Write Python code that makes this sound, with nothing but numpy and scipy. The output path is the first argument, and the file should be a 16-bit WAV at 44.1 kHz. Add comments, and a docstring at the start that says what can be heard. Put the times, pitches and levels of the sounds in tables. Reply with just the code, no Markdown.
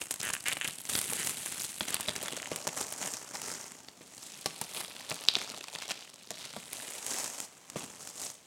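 """Shrink-wrap is picked open and peeled off a cardboard box in a small room, one microphone close by.
The film crinkles throughout in countless tiny ringing buckles, and early on creaks in plucked slips.
Louder cracks and needle-sharp kinks stand out; the stretched film lets go with a sharp snap and rebounds.
The box beneath rustles as filtered buckles and knocks as damped rings that set its modes going.
Behind it lie a short diffuse room tail and quiet filtered noise."""
import sys
import numpy as np
from scipy import signal
from scipy.fft import rfft, irfft, next_fast_len
from scipy.io import wavfile
from scipy.ndimage import uniform_filter1d

SR = 44100
rng = np.random.default_rng(int(sys.argv[2]) if len(sys.argv) > 2 else 0)


def file_out(sig):
    """Save sig as 16-bit WAV at sys.argv[1]."""
    # one column per channel
    cols = np.atleast_2d(sig).T
    # limit, then scale
    lim = np.clip(cols, -1, 1)
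    pcm = np.round(lim * 32767).astype(np.int16)
    wavfile.write(sys.argv[1], SR, pcm)


N = 373086

# ring of the film, higher where it is taut: start_s [s], crease_hz [Hz], fold_hz [Hz]
TAUTNESS = [(0, 8160, 2630), (1.1, 8760, 2480), (2.2, 7700, 2920), (2.7, 7040, 1690), (3.6, 6800, 1400),
            (4.3, 7150, 3370), (4.75, 9150, 3340), (5.4, 6900, 3400), (6.3, 7300, 3800), (6.8, 8050, 2800),
            (7.2, 6940, 2040), (8.46, 7000, 2670)]
# steady handling of the wrap: start_s [s], effort_db [dB], crispness_db [dB, creases above folds],
# cardboard_db [dB, above effort]
HANDLING = [(0, -55, 4, -5), (.78, -51, 4.5, -8), (1.55, -44.5, 2.5, -7.5), (1.77, -50, 4.5, -9.5),
            (1.92, -47, -5.5, -2), (2.55, -51, 2.5, 3.5), (3.16, -48, 7.5, -1), (3.25, -54.5, 2.5, 1),
            (3.6, -49.5, 3, -3), (3.93, -66, 3.5, 2.5), (4.25, -54, 0, -5.5), (5.0, -52.5, -7, 0),
            (5.48, -49, -5.5, 1.5), (6.2, -62, -10, -0.5), (6.6, -54.5, -2, -3.5), (7.62, -63.5, 1.5, 1),
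            (7.88, -55.5, 3, 2), (8.46, -66.5, 0, -4.5)]
# fingers tugging at the film: start_s [s], length_s [s], effort_db [dB], crispness_db [dB]
TUGS = [(.01, 0.026, -45, 5), (0.104, 0.012, -44.5, 12), (0.197, 0.11, -45, 2.5), (0.328, 0.011, -43.5, 11),
        (0.458, 0.084, -40, -2.5), (0.638, 0.054, -41.5, -2), (0.887, 0.099, -39.5, 3.5),
        (1.006, 0.31, -43.5, 5), (1.592, 0.06, -45, 4.5), (1.868, 0.04, -43, 2), (1.931, 0.017, -39.5, -8),
        (2.079, 0.0092, -39.5, -3), (2.161, 0.0084, -40, -4), (2.252, 0.035, -42, -5.5),
        (2.316, 0.067, -49, -3), (2.764, 0.063, -42, 5), (3.002, 0.082, -44, 1.5),
        (3.334, 0.036, -44.5, 2.5), (5.358, 0.084, -48.5, -4), (5.731, 0.14, -51, -11.5),
        (5.886, 0.026, -40.5, -10.5), (6.72, 0.27, -49, 1), (7.331, 0.12, -51.5, 8), (7.759, .08, -50, 1),
        (7.992, 0.12, -57, 11.5)]
TUG_ATTACK_S, TUG_RELEASE_S = 0.0045, 0.012
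# a hand or the table rubbing along the wrap: peak_s [s], half_width_s [s], effort_db [dB], crispness_db [dB]
RUBS = [(3.49, 0.045, -45, 5), (4.24, 0.069, -63, 16), (4.789, 0.038, -42, -1.5), (6.0, 0.02, -55.5, -16),
        (6.44, 0.074, -53, -13), (7.17, 0.1, -41.5, 5.5), (8.24, .055, -46.5, 8)]
# how freely the film slides, rasping at 0 dB and only ticking far below: start_s [s], level_db [dB]
SLIDING = [(0, -12), (.85, -13), (.9, -3), (1.05, -8), (1.25, -3), (2.3, -13), (2.8, -6), (4.2, -4),
           (5.7, -13), (6.3, -9), (6.9, -2), (8.46, -4)]
# ticks per second when sliding is at 0 dB, and the scale of their exponential size spread
TICKS_PER_S, TICK_SPREAD_DB = 1300, 4.4
# spectra of the tight creases, slack folds and cardboard: pitch_hz [Hz], level_db [dB]
CREASE_SPECTRUM = [(1500, -20.5), (4000, -2), (7000, -2.5), (11000, 1), (16000, -5)]
FOLD_SPECTRUM = [(500, -13.5), (1400, -5), (4000, 5.5), (9000, 6), (16000, -1)]
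CARDBOARD_SPECTRUM = [(60, -39.5), (200, -3), (350, -3.5), (600, 0), (900, 2.5), (1300, 3.5), (2000, -8.5),
                      (3000, 4), (6000, -54)]
# boom of the box where fingers press on it: start_s [s], level_db [dB, above the cardboard's rustle]
GRIP = [(0, -2), (1.15, 1), (2.8, -9.5), (4.0, -1), (5.7, -14), (6.6, -1), (7.2, -18.5), (7.8, -0.5),
        (8.2, -8.5)]
# spectrum of that boom: pitch_hz [Hz], level_db [dB]
BOOM_SPECTRUM = [(25, -29), (50, -14), (80, -5.5), (160, 1), (260, -0.5), (400, -4), (1000, -33)]
# film sticking and slipping over the lid: start_s [s], length_s [s], first_rate [slips/s],
# last_rate [slips/s], first_level_db [dB], last_level_db [dB], pitch_hz [Hz]
CREAKS = [(0.2268, 0.075, 268, 69, -31, -21, 1860), (0.339, 0.027, 85, 64, -21.5, -26.5, 1810),
          (0.4582, 0.041, 242, 265, -25.5, -27, 2300), (0.5176, 0.0075, 230, 230, -23.5, -29, 2220),
          (0.6128, .0234, 180, 120, -19.5, -34, 3030), (.6498, 0.0078, 240, 200, -23.5, -29, 2570),
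          (1.177, 0.055, 160, 135, -32, -28, 2000), (2.258, 0.028, 125, 105, -42, -42, 2200),
          (2.4, 0.058, 38, 38, -29.5, -27.5, 2176)]
CREAK_PITCH_FOLLOWS = 0.14  # the ring rises with the slip rate, by this power
# spectrum of one slip's tick: pitch_hz [Hz], level_db [dB]
SLIP_SPECTRUM = [(50, -21), (200, -21), (700, -4), (1100, 2.5), (1550, 13), (2300, 12.5), (3000, 14.5),
                 (4200, -21), (6500, 7), (9500, -2.5), (16000, -55)]
# single loud buckles: start_s [s], level_db [dB], pitch_hz [Hz]
CRACKS = [(0.0165, -22.5, 2690), (0.1098, -10.5, 8000), (0.1407, -15.5, 9050), (0.2143, -23, 5000),
          (0.2307, -13.5, 8500), (0.4835, -9, 9000), (.5695, -20.5, 2500), (.8532, -21.5, 7200),
          (0.9532, -11.5, 4850), (0.9628, -14, 10200), (0.9895, -10, 8250), (1.0143, -11.5, 9750),
          (1.1335, -11.5, 8400), (1.2724, -10, 7600), (1.2949, -13, 8700), (1.46, -15.5, 8100),
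          (1.8079, -14, 3400), (1.9437, -6, 9300), (2.0082, -12, 9000), (2.085, -14.5, 3830),
          (2.1626, -15, 6470), (2.2283, -15, 9900), (2.3667, -19, 7100), (2.5608, -13, 8100),
          (2.6705, -17, 6050), (2.6755, -13.5, 7140), (2.925, -15.5, 9300), (3.1378, -21, 6800),
          (3.4175, -18, 7900), (3.8852, -27.5, 4300), (4.4596, -10, 5070), (4.614, -12.5, 9100),
          (5.099, -17, 8600), (5.108, -17, 4950), (5.1159, -19.5, 2500), (5.9113, -19, 5040),
          (6.306, -18.5, 7000), (6.7311, -14.5, 10000), (7.065, -15, 8300), (7.4023, -15, 7800),
          (7.7004, -22.5, 7060), (8.0742, -21.5, 7340)]
# the wrap snapping and rebounding: start_s [s], level_db [dB], pitch_hz [Hz]
SNAPS = [(5.286, 2, 3990), (5.3535, -5.5, 3820), (5.364, -24, 3860)]
# tiny kinks: how often, level above the creases' effort, spread of level, pitch ratio to the creases, spread
KINKS_PER_S = 24
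KINK_DB, KINK_SPREAD_DB, KINK_PITCH, KINK_OCTAVES = 21, 2.5, 1.08, 0.21
# knocks on the box: start_s [s], level_db [dB], pitch_hz [Hz]
KNOCKS = [(0.2986, -31, 960), (0.5702, -37, 400), (0.9524, -26, 970), (1.125, -26.5, 800),
          (1.809, -24.5, 1110), (1.812, -27.5, 210), (2.0842, -23.5, 730), (2.231, -28, 520),
          (2.5172, -22, 607), (2.6704, -22, 900), (4.0094, -37.5, 427), (4.4597, -21.5, 830),
          (4.6149, -23, 815), (5.1149, -22.5, 680), (5.3646, -27, 725), (5.54, -31, 1120),
          (5.751, -31, 510), (6.3084, -28.5, 645), (6.5646, -27.5, 700), (6.569, -34.5, 200),
          (7.7587, -25, 513), (7.761, -30.5, 195)]
# every knock shakes the film: effort relative to the knock's level, crispness, time to settle to 1/e
SHAKE_DB, SHAKE_CRISP_DB, SETTLE_S = -18, -3.5, 0.017
# modes of the hollow box: pitch_hz [Hz], level_db [dB], t60_s [s, time to fall by 60 dB]
BOX_MODES = [(165.3, -25, 0.19), (228, -26.5, 0.12), (345.4, -28, 0.11), (491, -23.5, 0.1),
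             (621, -24, 0.11), (1150, -24.5, .1)]
# spectra of the room tail and the room noise: pitch_hz [Hz], level_db [dB]
ROOM_SPECTRUM = [(60, -15), (200, -1), (1000, -3.5), (4000, -2), (9000, -4.5), (16000, -25)]
AIR_SPECTRUM = [(15, -49), (25, -19), (161, 11.5), (7110, -7.5), (16000, -13)]


def crinkle():
    """The same buckles sound in creases, slack folds and cardboard, over a fine rasp of sliding film."""
    t = np.arange(N) / SR
    crease_db, fold_db, card_db = curve(pull(t[::44]), t)  # pull is worked out about every millisecond
    crease_hz, fold_hz = curve(TAUTNESS, t)
    sliding = from_db(curve(SLIDING, t)[0])
    s, sizes = buckles(TICKS_PER_S, TICK_SPREAD_DB, clump_db=4.0, clumps_per_s=71)
    # the more freely the film slides, the more creases flip
    flips = rng.random(len(s)) < np.interp(s, t, sliding)
    s, sizes = s[flips], sizes[flips]
    rasp_s, rasp_sizes = buckles(per_s=4000, spread_db=1.0, clump_db=1.5, clumps_per_s=210)

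    def sheet(hz, octaves, cycles, vary_db, spectrum, size):
        """Ticks and rasp ring in one part of the wrap, held near rms 1."""
        ticks = facets(sizes, np.interp(s, t, hz), octaves, cycles, vary_db, size)
        ticks = flutter(s, ticks, share_db=1.0, decay_s=0.0012, count=4)
        rasp_facets = facets(rasp_sizes, np.interp(rasp_s, t, hz), octaves, cycles, vary_db, size)
        rasp = place(rasp_s, rasp_facets)
        ticks = evened(colour(ticks, spectrum), 0.2)
        rasp = evened(colour(rasp, spectrum), 0.2)
        return evened(ticks + sliding * rasp, 0.08)

    crease = sheet(crease_hz, octaves=0.19, cycles=1.4, vary_db=2.5, spectrum=CREASE_SPECTRUM, size=48)
    fold = sheet(fold_hz, octaves=0.63, cycles=0.67, vary_db=4.0, spectrum=FOLD_SPECTRUM, size=64)
    card = sheet(np.full(N, 800.), octaves=0.62, cycles=0.88, vary_db=2.5,
                 spectrum=CARDBOARD_SPECTRUM, size=160)
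    boom = evened(colour(place(s, sizes[:, None]), BOOM_SPECTRUM), 0.22) * from_db(curve(GRIP, t)[0])
    film = crease * from_db(crease_db + 2.0) + fold * from_db(fold_db + 0.96)
    return film + (card + boom) * from_db(card_db - 2.47)


def pull(t):
    """Rows (s, creases dB, folds dB, cardboard dB): powers of handling, tugs, rubs and shakes add up."""
    steady_db, steady_crisp_db, contact_db = curve(HANDLING, t)
    moves = [(0.99, steady_db, steady_crisp_db)]
    for s, length, db, crisp_db in TUGS:
        attack = np.clip((t - s) / TUG_ATTACK_S, 0, 1)
        release = np.exp(-np.maximum(t - s - length, 0) / TUG_RELEASE_S)
        moves.append((attack * release, db, crisp_db))
    for s, width, db, crisp_db in RUBS:
        moves.append((np.exp(-((t - s) / width) ** 2 / 2), db, crisp_db))
    for s, db, _ in KNOCKS:
        settling = (t > s) * np.exp(-np.abs(t - s) / SETTLE_S)
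        moves.append((settling, db + SHAKE_DB, SHAKE_CRISP_DB))

    def total_db(side):
        """Crispness tilts the effort towards creases (side > 0) or folds (side < 0)."""
        power = sum((shape * from_db(db + side * crisp_db)) ** 2 for shape, db, crisp_db in moves)
        return 10 * np.log10(power)

    crease_db, fold_db = total_db(0.5), total_db(-0.5)
    return np.transpose([t, crease_db, fold_db, (crease_db + fold_db) / 2 + contact_db])


def buckles(per_s, spread_db, clump_db, clumps_per_s):
    """Times and signed sizes of tiny buckles: many small, few large, surging in avalanches."""
    s = np.sort(rng.uniform(0, N / SR, int(per_s * N / SR)))
    knots = np.arange(0, N / SR, 1 / clumps_per_s)
    surge_db = clump_db * np.interp(s, knots, rng.standard_normal(len(knots)))
    size_db = spread_db * np.minimum(rng.exponential(1, len(s)), 3.4)
    return s, from_db(size_db + surge_db) * rng.choice([-1, 1], len(s))


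def facets(sizes, hz, octaves, cycles, vary_db, size):
    """Every buckle rings a patch of its own pitch and strength; one row each."""
    pitch, strength = rng.standard_normal((len(sizes), 2)).T
    heights = sizes * from_db(vary_db * strength)
    return rings(hz * 2 ** (octaves * pitch), cycles, size) * heights[:, None]


def creak():
    """Each slip plucks the taut film like a drumhead: a tick and a short ring."""
    s, db, hz = np.transpose(slips())
    tick = colour(signal.unit_impulse(512), SLIP_SPECTRUM)
    tick = tick / np.abs(tick).max()
    shapes = from_db(-3.5) * rings(hz, cycles=1.9, size=512) + from_db(2.5) * tick
    return flutter(s, -from_db(db)[:, None] * shapes, share_db=-5.0, decay_s=0.0014)


def slips():
    """Rows (s, level dB, ring Hz): slip rate and level glide through a creak; faster slips ring higher."""
    rows, way = [], np.linspace(0, 1, 50)
    for s, length, first_rate, last_rate, first_db, last_db, hz in CREAKS:
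        rate = first_rate * (last_rate / first_rate) ** way
        done = np.cumsum(rate) - rate[0]
        count = int(round(length * rate.mean())) + 1
        at = np.interp(np.linspace(0, done[-1], count), done, way)
        pitch = hz * (np.interp(at, way, rate) / rate.mean()) ** CREAK_PITCH_FOLLOWS
        rows += zip(s + length * at, first_db + (last_db - first_db) * at, pitch)
    return rows


def cracks():
    """A big crease flips: a short ring, and a duller pop from the sheet around it."""
    s, db, hz = np.transpose(CRACKS)
    pop = from_db(-15.5) * rings(hz * 0.43, cycles=0.51, size=256)
    shapes = rings(hz, cycles=1.0, size=256) + pop
    return flutter(s, from_db(db)[:, None] * shapes, share_db=1.5, decay_s=0.0022)


def snaps(swell_s=0.00042):
    """A panel of film whips over: cycles swell and die in a millisecond, with a bright edge and hollow pop."""
    s, db, hz = np.transpose(SNAPS)
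    t = np.arange(256) / SR
    whip = np.sin(2 * np.pi * hz[:, None] * t) * np.exp(-((t - swell_s) / 0.00016) ** 2 / 2)
    edge = from_db(-12.0) * rings(hz * 1.6, cycles=0.78, size=256)
    pop = from_db(-25.5) * rings(hz * 0.35, cycles=0.89, size=256)
    return flutter(s, from_db(db - 1.5)[:, None] * (whip + edge + pop), share_db=-3.5, decay_s=0.00162)


def kinks():
    """Lone needle-sharp ticks from tight creases, louder the harder the film is pulled."""
    s = rng.uniform(0, N / SR, int(KINKS_PER_S * N / SR))
    strength, pitch = rng.standard_normal((len(s), 2)).T
    db = pull(s)[:, 1] + KINK_DB + KINK_SPREAD_DB * strength
    hz = curve(TAUTNESS, s)[0] * KINK_PITCH * 2 ** (KINK_OCTAVES * pitch)
    ticks = place(s, from_db(db)[:, None] * rings(hz, cycles=1.9, size=96))
    # a patch this small radiates only treble
    return signal.sosfilt(signal.butter(2, 5200, "high", fs=SR, output="sos"), ticks)


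def knocks():
    """A cardboard wall gives a dead, heavily damped knock and a short, higher rattle."""
    s, db, hz = np.transpose(KNOCKS)
    rattle = from_db(-4.5) * rings(hz * 4.7, cycles=1.0, size=2048)
    wall = rings(hz, cycles=0.76, size=2048) + rattle
    knock = flutter(s, wall * from_db(db - 2.5)[:, None], share_db=1.0, decay_s=0.0052)
    # the knock carries little bass below about 135 Hz
    return signal.sosfilt(signal.butter(2, 135, "high", fs=SR, output="sos"), knock)


def box_ring():
    """Every knock sets the hollow box's modes ringing, each with a strength of its own."""
    s, db, _ = np.transpose(KNOCKS)
    t = np.arange(SR // 4) / SR
    modes = np.array([from_db(level_db - 60 * t / t60) * np.sin(2 * np.pi * hz * t)
                      for hz, level_db, t60 in BOX_MODES])
    strength_db = db[:, None] + 3.5 * rng.standard_normal((len(s), len(modes)))
    return place(s, from_db(strength_db) @ modes)


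def room_tail(wrap):
    """The small room answers with a short diffuse tail, its spectrum shaped by a filter."""
    return from_db(-10.0) * colour(diffuse(wrap, t60=0.48, delay=0.0043), ROOM_SPECTRUM)


def room_air():
    """Quiet steady room noise: white noise filtered to the room's spectrum."""
    air = colour(rng.standard_normal(N), AIR_SPECTRUM)
    return from_db(-63) * air / air.std()


def flutter(s, shapes, share_db, decay_s, count=16):
    """Bending waves return from the edges of each patch, at other delays for every flip."""
    wait, toss = rng.standard_normal((len(s), 2, count)).transpose(1, 2, 0)
    delay = 0.0005 + decay_s * np.abs(wait)
    gain = from_db(share_db) * np.sign(toss) * np.exp(-delay / decay_s / 2) / np.sqrt(count)
    returns = sum(place(s + d, shapes * g[:, None]) for d, g in zip(delay, gain))
    return place(s, shapes) + returns


def rings(hz, cycles, size):
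    """One damped sine per pitch, height 1, its envelope falling to 1/e in the given cycles."""
    turns = np.minimum(hz, SR / 3)[:, None] * np.arange(size) / SR
    shapes = np.sin(2 * np.pi * turns) * np.exp(-turns / cycles)
    return shapes / np.abs(shapes).max(axis=1, keepdims=True)


def place(s, shapes):
    """Sum short sounds (rows) at their start times."""
    at = np.maximum(np.asarray(s) * SR, 0).astype(int)[:, None] + np.arange(shapes.shape[1])
    return np.bincount(at.ravel(), shapes.ravel(), N)[:N]


def diffuse(x, t60, delay):
    """A dense dying noise tail, scaled to unit energy, follows every sound."""
    t = np.arange(int((t60 + delay) * SR)) / SR
    tail = rng.standard_normal(len(t)) * from_db(-60 * t / t60) * (t > delay)
    return signal.fftconvolve(x, tail / np.linalg.norm(tail))[:N]


def colour(x, points):
    """Causal (minimum-phase) filter with the given spectrum."""
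    size = next_fast_len(len(x) + 4096, real=True) // 2 * 2
    hz, db = np.transpose(points)
    bins_hz = np.arange(size // 2 + 1) * SR / size
    log_gain = np.log(from_db(np.interp(np.log(bins_hz + 1), np.log(hz), db)))
    # folding the cepstrum onto positive times makes the phase minimal
    cepstrum = irfft(log_gain)[:size // 2]
    cepstrum[1:] *= 2
    return irfft(rfft(x, size) * np.exp(rfft(cepstrum, size)))[:len(x)]


def evened(x, seconds):
    """Bring the running rms to about 1."""
    size = int(seconds * SR / 2)
    power = uniform_filter1d(uniform_filter1d(x * x, size), size)
    return x / np.sqrt(np.abs(power) + 1e-12)


def curve(rows, s):
    """Each column of a table, interpolated at the given times."""
    times, *columns = np.transpose(rows)
    return [np.interp(s, times, column) for column in columns]


def from_db(db):
    """Decibels to an amplitude factor."""
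    return 10 ** (np.asarray(db) / 20)


def scene():
    """The wrap and box close by, a short room tail and quiet room noise."""
    wrap = crinkle() + creak() + cracks() + snaps() + kinks() + knocks() + box_ring()
    return (wrap + room_tail(wrap) + room_air())[None]


def record(dry):
    """The microphone signal: rumble is cut, peaks beyond full scale clip, and the very top is cut."""
    rumble_cut = signal.butter(3, 68, "high", fs=SR, output="sos")
    clipped = np.clip(signal.sosfilt(rumble_cut, dry), -1, 1)
    top_cut = signal.ellip(8, 0.3, 70, 16000, fs=SR, output="sos")  # ripple dB, stopband dB, cutoff Hz
    return signal.sosfilt(top_cut, clipped)


dry = scene()
out = record(dry)
file_out(out)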